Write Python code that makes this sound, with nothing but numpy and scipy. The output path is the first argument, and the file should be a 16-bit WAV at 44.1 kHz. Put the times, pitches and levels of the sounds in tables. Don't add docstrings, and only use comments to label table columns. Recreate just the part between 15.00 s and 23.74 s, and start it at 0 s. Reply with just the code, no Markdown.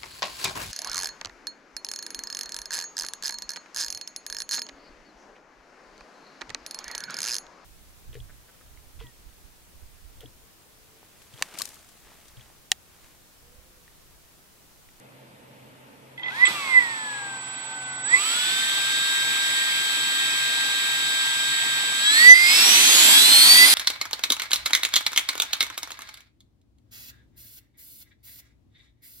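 import sys
import numpy as np
from scipy import signal
from scipy.fft import rfft, irfft, next_fast_len
from scipy.io import wavfile
from scipy.ndimage import uniform_filter1d

SR = 44100
rng = np.random.default_rng(int(sys.argv[2]) if len(sys.argv) > 2 else 0)


def generate_wav(sig):
    pcm = np.round(np.clip(np.atleast_2d(sig).T, -1, 1) * 32767).astype(np.int16)
    wavfile.write(sys.argv[1], SR, pcm)


def field_ratio(decibels):
    return 10 ** (np.asarray(decibels, dtype=float) / 20)


N = 385434
HOP = 64
STEADY = 133
CHOP_S = 1.45

# f/Hz, level/dB per Hz
ROOM_WASH = [(25, -30), (60, -34), (100, -11), (140, -12.5), (190, -11), (240, -2), (350, -13.5), (520, -6),
             (750, -14.5), (1400, -17), (2500, -18), (6000, -30), (9000, -29), (14400, -29.5)]
# f/Hz, likeness/0..1, left minus right level/dB
ROOM_PORTS = [(60, .5, -19), (130, 0.54, 1), (300, 0.72, -1.5), (700, 0.19, -2.5), (1300, .4, 0.5),
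              (2600, 0.26, 0.5), (5000, 0.036, 0.5)]
# f/Hz, level/dB per Hz, growth/dB per dB of rush
DUCT_RUSH = [(444, -24.5, 1), (886, -11, 0.01), (1555, -5.5, 0.9534), (2570, 2, 0.89), (2940, -3.5, 0.9663),
             (3270, 4, 1.0), (4445, -1, 1.1939), (5560, -8.5, 1.19), (6400, -10.5, 1.22),
             (9200, -12.5, 1.3463), (11500, -15, 1.4355), (14200, -17.5, 1.47)]
# f/Hz, level/dB per Hz
BENCH_RUMBLE = [(90, -31), (170, -10), (300, -2.5), (520, -9), (900, -2), (1500, -2.5), (2500, -41)]
# f/Hz, likeness/0..1, left minus right level/dB
AIR_PORTS = [(300, 0.46, 0), (1000, 0.84, -2), (2130, 0.071, -0.5), (3340, 0.23, -0.5), (4860, 0.28, 2),
             (7000, 0.023, -5), (14000, .05, -6)]
DRIVE_PORTS = [(-13.5,), (1,)]
# t/s, speed/shaft turns per s
THROTTLE = [(1.182, 117.5), (1.433, 104.4), (1.467, 198.9), (1.503, 84.5), (1.86, 70.4), (2.29, 62.5),
            (3.034, 62.5), (3.046, 100), (3.18, 133.0), (6.949, 132.75), (7.092, 154.5), (7.141, 180.4),
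            (7.44, 181.1), (7.53, 207.9), (7.861, 243.4), (8.058, 297.9), (8.213, 304.0), (8.74, 373.6)]
# t/s, blow level/dB
ROTOR_JERKS = [(1.177, -29.5), (1.184, -38), (1.194, -28), (1.214, -36), (1.222, -36), (1.231, -20),
               (1.241, -27), (1.247, -32), (1.254, -34), (1.260, -22), (1.270, -44), (1.282, -20.5),
               (1.305, -21.5), (1.318, -35), (1.453, -8), (1.462, -14), (1.468, -12)]
# speed/shaft turns per s, magnet order 12 level/dB, magnet order 24 level/dB,
# blade order 14 level/dB, blade order 28 level/dB
TONE_LEVELS = [(50.6, -59, -54, -68, -62), (64.1, -51, -41, -53.5, -55), (73.7, -49, -38, -50, -48),
               (85.6, -40.5, -33.5, -52, -41), (103, -38.5, -47, -46, -39), (116, -38, -43, -47, -29),
               (137, -31.5, -34, -35.5, -32), (137.6, -30, -32, -39, -27), (156, -23.5, -45, -37, -25),
               (176, -24.5, -43, -35, -23), (202, -38, -45, -30.5, -21), (228, -32, -43, -25, -18),
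               (258, -24, -41, -19, -16), (276, -21, -39, -21, -14), (299, -25, -38, -8.5, -13),
               (333.4, -24.5, -37, -8.5, -12), (348, -22, -35, -16, -10)]
# shaft order/multiple of turns, level/dB re order-24 force
UNEVEN_ORDERS = [(7, -21), (9, -20), (15, -42), (16, -37), (17, -16), (18, -18), (19, -13.5), (25, -12),
                 (27, -16), (29, -19), (30, -9.5), (31, -16), (34, -16)]
# f/Hz, width/Hz, level/dB
HOUSING_MODES = [(2011, 18.7, 28.5), (2500, 94, 4), (3336, 56, 12.5), (3420, 16, -0.5)]
# f/Hz, left minus right level/dB, lag of left/rad
TONE_PORTS = [(300, -1, .1), (910, -5, 0.29), (1180, 1, 0.94), (1656, 10, 1.82), (1780, -4.5, 2.9),
              (2120, -8, 2.08), (2470, 0, 0.69), (3090, -3, 1.87), (3245, 6.5, 2.87), (3660, -6, 5.4),
              (4540, 2, 4.9), (5800, -8, 8.8), (7500, -7.5, 9.1), (9800, -7, 7.3)]
# t/s, level/dB
CAMERA_GAIN = [
    (7.28, 0.5),
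    (7.34, -4.5),
    (7.5, 0.5),
    (7.7, 0),
    (8.0, -4),
    (8.25, -8),
    (8.55, -9),
    (8.74, -12.5),
]
# f/Hz, level/dB re treble of the moment
FAINT_LIMIT = [(50, -43.5), (150, -40), (250, -46), (500, -40), (1000, -55), (7000, -60), (8300, -42.5),
               (9600, -42.5), (10500, -50), (11500, -45), (14400, -44)]


def evened(x):
    return x / np.sqrt(np.mean(x ** 2) + 1e-20)


def columns(rows, at, warp=lambda v: v):
    key, *values = np.transpose(rows)
    return [np.interp(warp(at), warp(key), v) for v in values]


def log_hz(hz):
    return np.log(hz + 1)


def lagged(x, seconds):
    r = np.exp(-1 / (seconds * SR))
    return signal.lfilter([1 - r], [1, -r], x)


def resonate(x, hz, width):
    turn = np.exp(2j * np.pi * hz * np.arange(N) / SR)
    r = np.exp(-np.pi * width / SR)
    return 2 * (turn * signal.lfilter([1 - r], [1, -r], x / turn)).real


def waver(db, rate_hz=12., count=16):
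    t = np.arange(N // HOP + 2) * HOP / SR
    hz = np.geomspace(rate_hz / 30, rate_hz, count)[:, None]
    slow = (np.sin(2 * np.pi * (hz * t + rng.random(hz.shape))) / hz ** 0.27).sum(0)
    return np.repeat(field_ratio(db * evened(slow)), HOP)[:N]


def tone(order, turns, waver_db, rate_hz=12.):
    phase = 2 * np.pi * (order * turns + rng.random())
    return np.sqrt(2) * waver(waver_db, rate_hz) * np.cos(phase)


def noise(field_db, pair, lag_s, patchy_db):
    hz = np.fft.rfftfreq(1024, 1 / SR)
    a, b, c, d, patches = np.moveaxis(rng.standard_normal((N // 256 + 5, 513, 5)), 2, 0)
    patches = evened(uniform_filter1d(uniform_filter1d(patches, 10, 0), 10, 1))
    same, pan_db = columns(pair, hz, log_hz)
    same = np.clip(same, 0, 1)
    right = a + 1j * b
    shared = same * right * np.exp(-2j * np.pi * hz * lag_s)
    left = shared + np.sqrt(1 - same ** 2) * (c + 1j * d)
    z = np.array([left * field_ratio(pan_db / 2), right / field_ratio(pan_db / 2)])
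    z = z * field_ratio(field_db + patchy_db * patches)
    return signal.istft(np.swapaxes(z, 1, 2), nperseg=1024, noverlap=768)[1][:, :N]


def room():
    hum_hz, hum_db, wash_db = 129.8, -59, -51.5
    wash = noise(columns(ROOM_WASH, np.fft.rfftfreq(1024, 1 / SR), log_hz)[0], ROOM_PORTS, 0.00035, 1.0)
    unsteady = resonate(rng.standard_normal(N), hum_hz, 11.0)
    hum = evened(unsteady + 0.045 * np.sin(2 * np.pi * hum_hz * np.arange(N) / SR))
    return field_ratio(wash_db) * evened(wash) + field_ratio(hum_db) * hum * field_ratio(0) * np.array([[1.0], [-1.0]]) * field_ratio(
        [[1.0], [-1.0]]) / np.array([[1.0], [-1.0]])


def flow(speed, push):
    push = lagged(push, 0.046)
    decades = np.log10(speed / STEADY)
    buzz = field_ratio(-48) * np.minimum(speed / 35, 1) ** 1.5
    wake = field_ratio(-47.5 + 55.9 * decades)
    rumble_db = 10 * np.log10(buzz ** 2 + wake ** 2) + 8 * push
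    rush_db = -29 + 45.85 * decades + 4.5 * push
    return rumble_db, rush_db


def air(rumble_db, rush_db):
    hz = np.fft.rfftfreq(1024, 1 / SR)
    at = np.minimum(np.arange(N // 256 + 5) * 256, N - 1)
    rumble_db, rush_db = rumble_db[at, None], rush_db[at, None]
    shape_db, growth = columns(DUCT_RUSH, hz, log_hz)
    rush = field_ratio(shape_db + growth * (rush_db + 29) - 45.5)
    rumble = field_ratio(columns(BENCH_RUMBLE, hz, log_hz)[0] + rumble_db - 10.5)
    return noise(10 * np.log10(rush ** 2 + rumble ** 2), AIR_PORTS, 0.00017, 1.0)


def chop(turns, speed, push, coast):
    hz = 7810.5 - 0.255 * speed
    db = -31 + 12.3 * np.log10(speed / STEADY) + 10 * push - 9.5 * coast
    commutation = 1 + 0.077 * np.cos(2 * np.pi * 4 * turns)
    on = np.clip((np.arange(N) / SR - CHOP_S) / 0.0076, 0, 1)
    left, right = on * commutation * field_ratio(db) * tone(1, np.cumsum(hz) / SR, 0.65) * field_ratio(DRIVE_PORTS)
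    return np.array([np.roll(left, 6), right])


def floating():
    t = np.arange(N) / SR
    return uniform_filter1d(1. * (t > 2.38) * (t < 2.69), size=1500)


def rotor():
    full_push, full_coast = 30.4, 8.2
    s, asked = np.transpose(THROTTLE)
    asked = np.interp(np.arange(N) / SR, s, asked, left=0) + 1.5 * floating()
    speed = lagged(asked, 0.17) + 1e-3
    gap = asked - speed
    push = np.tanh(np.maximum(gap, 0) / full_push)
    coast = np.tanh(np.maximum(-gap, 0) / full_coast)
    return speed, push, coast


def jerk_blows():
    s, blow_db = np.transpose(ROTOR_JERKS)
    blows = np.zeros(N)
    blows[(s * SR).astype(int)] = field_ratio(blow_db - 3.0)
    return blows, signal.lfilter([1], [1, -np.exp(-1 / (0.0046 * SR))], blows)


def housing(force, rush):
    blows, shudder = jerk_blows()
    grit = (field_ratio(-33) * rush ** 0.36 + shudder) * rng.standard_normal(N) + 0.97 * blows
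    grit = signal.sosfilt(signal.butter(2, (1600, 3900), "band", fs=SR, output="sos"), grit)
    ring = sum(field_ratio(db) * resonate(force + grit, hz, width) for hz, width, db in HOUSING_MODES)
    rattle = resonate(shudder * rng.standard_normal(N), 3300, 260)
    return ring + field_ratio(11.5) * resonate(rattle, 3300, 260)


def whine(speed, push, rush, driven):
    levels = field_ratio(columns(TONE_LEVELS, speed))
    slow_start = np.minimum(speed / TONE_LEVELS[0][0], 1) ** 2
    pull12, pull24, blade14, blade28 = levels * slow_start * driven
    blade28 = blade28 * field_ratio(3.5 * push)
    turns = np.cumsum(speed * waver(0.00603, 8.)) / SR

    pull6 = pull12 * field_ratio(-0.5) * np.minimum(speed / 315, 1) ** 6.0
    force = pull6 * tone(6, turns, 2.7) + pull12 * tone(12, turns, .8)
    force = force + field_ratio(0.5) * pull24 * tone(24, turns, 0.96)
    force = force + field_ratio(-31) * pull24 * tone(32, turns, 2.2)

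    low_blades = tone(14, turns, 3.6, 30.) + field_ratio(-9.5) * speed / 260 * tone(10, turns, 2.8, 25.)
    overtones = field_ratio(-15) * speed / 300 * tone(42, turns, 3.0) + field_ratio(-31) * tone(50, turns, 3.5)
    high_blades = tone(28, turns, 1.07) + overtones
    blades = blade14 * low_blades + field_ratio(-1.0) * blade28 * high_blades

    loaded = np.minimum(speed / STEADY, 1) ** 1.6
    uneven = pull24 * loaded * sum(field_ratio(db) * tone(k, turns, 3.7) for k, db in UNEVEN_ORDERS)
    return force + housing(force, rush) + blades + uneven, turns


def to_ports(x):
    size = next_fast_len(N + 4096)
    pan_db, lag = columns(TONE_PORTS, np.fft.rfftfreq(size, 1 / SR), log_hz)
    share = 1 / (1 + field_ratio(-2 * pan_db))
    paths = np.array([np.sqrt(2 * share) * np.exp(-1j * lag), np.sqrt(2 - 2 * share)])
    return irfft(rfft(x, size) * paths, size)[:, :N]


def scene():
    cut_s, back_s = 1.476, 1.545
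    t = np.arange(N) / SR
    speed, push, coast = rotor()
    cut = uniform_filter1d(1. * (t > cut_s) * (t < back_s), size=200)
    rumble_db, rush_db = flow(speed, push * (t > CHOP_S))
    rumble_db = rumble_db + 7.5 * (t > cut_s) * np.exp(-abs(t - cut_s) / 0.3)
    driven = field_ratio(-9 * cut - 6 * floating())
    tones, turns = whine(speed, push, field_ratio(rush_db), driven)
    drive = chop(turns, speed, push * (1 - cut), np.maximum(coast, cut))
    return room() + air(rumble_db, rush_db) + drive + to_ports(tones)


def top_cut(x):
    return signal.sosfilt(signal.butter(12, 14420, fs=SR, output="sos"), x)


def record(dry):
    edge_hz, treble_hz = 14450, 2600
    leveled = dry * field_ratio(columns(CAMERA_GAIN, np.arange(N) / SR))
    lowpass = signal.firwin(511, edge_hz, window=("kaiser", 9), fs=SR)
    limited = signal.oaconvolve(leveled, lowpass[None], "same")
    hz, _, z = signal.stft(np.clip(limited, -1, 1), SR, window="cosine", nperseg=2048)
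    power = abs(z) ** 2
    treble = power[:, hz > treble_hz].sum(1, keepdims=True)
    limit = treble * field_ratio(2 * columns(FAINT_LIMIT, hz, log_hz)[0])[:, None]
    heard = uniform_filter1d(power, size=3, axis=1) > limit
    kept = signal.istft(z * heard, SR, window="cosine", nperseg=2048)[1][:, :N]
    return top_cut(np.clip(kept, -1, 1))


dry = scene()
out = record(dry)
generate_wav(out)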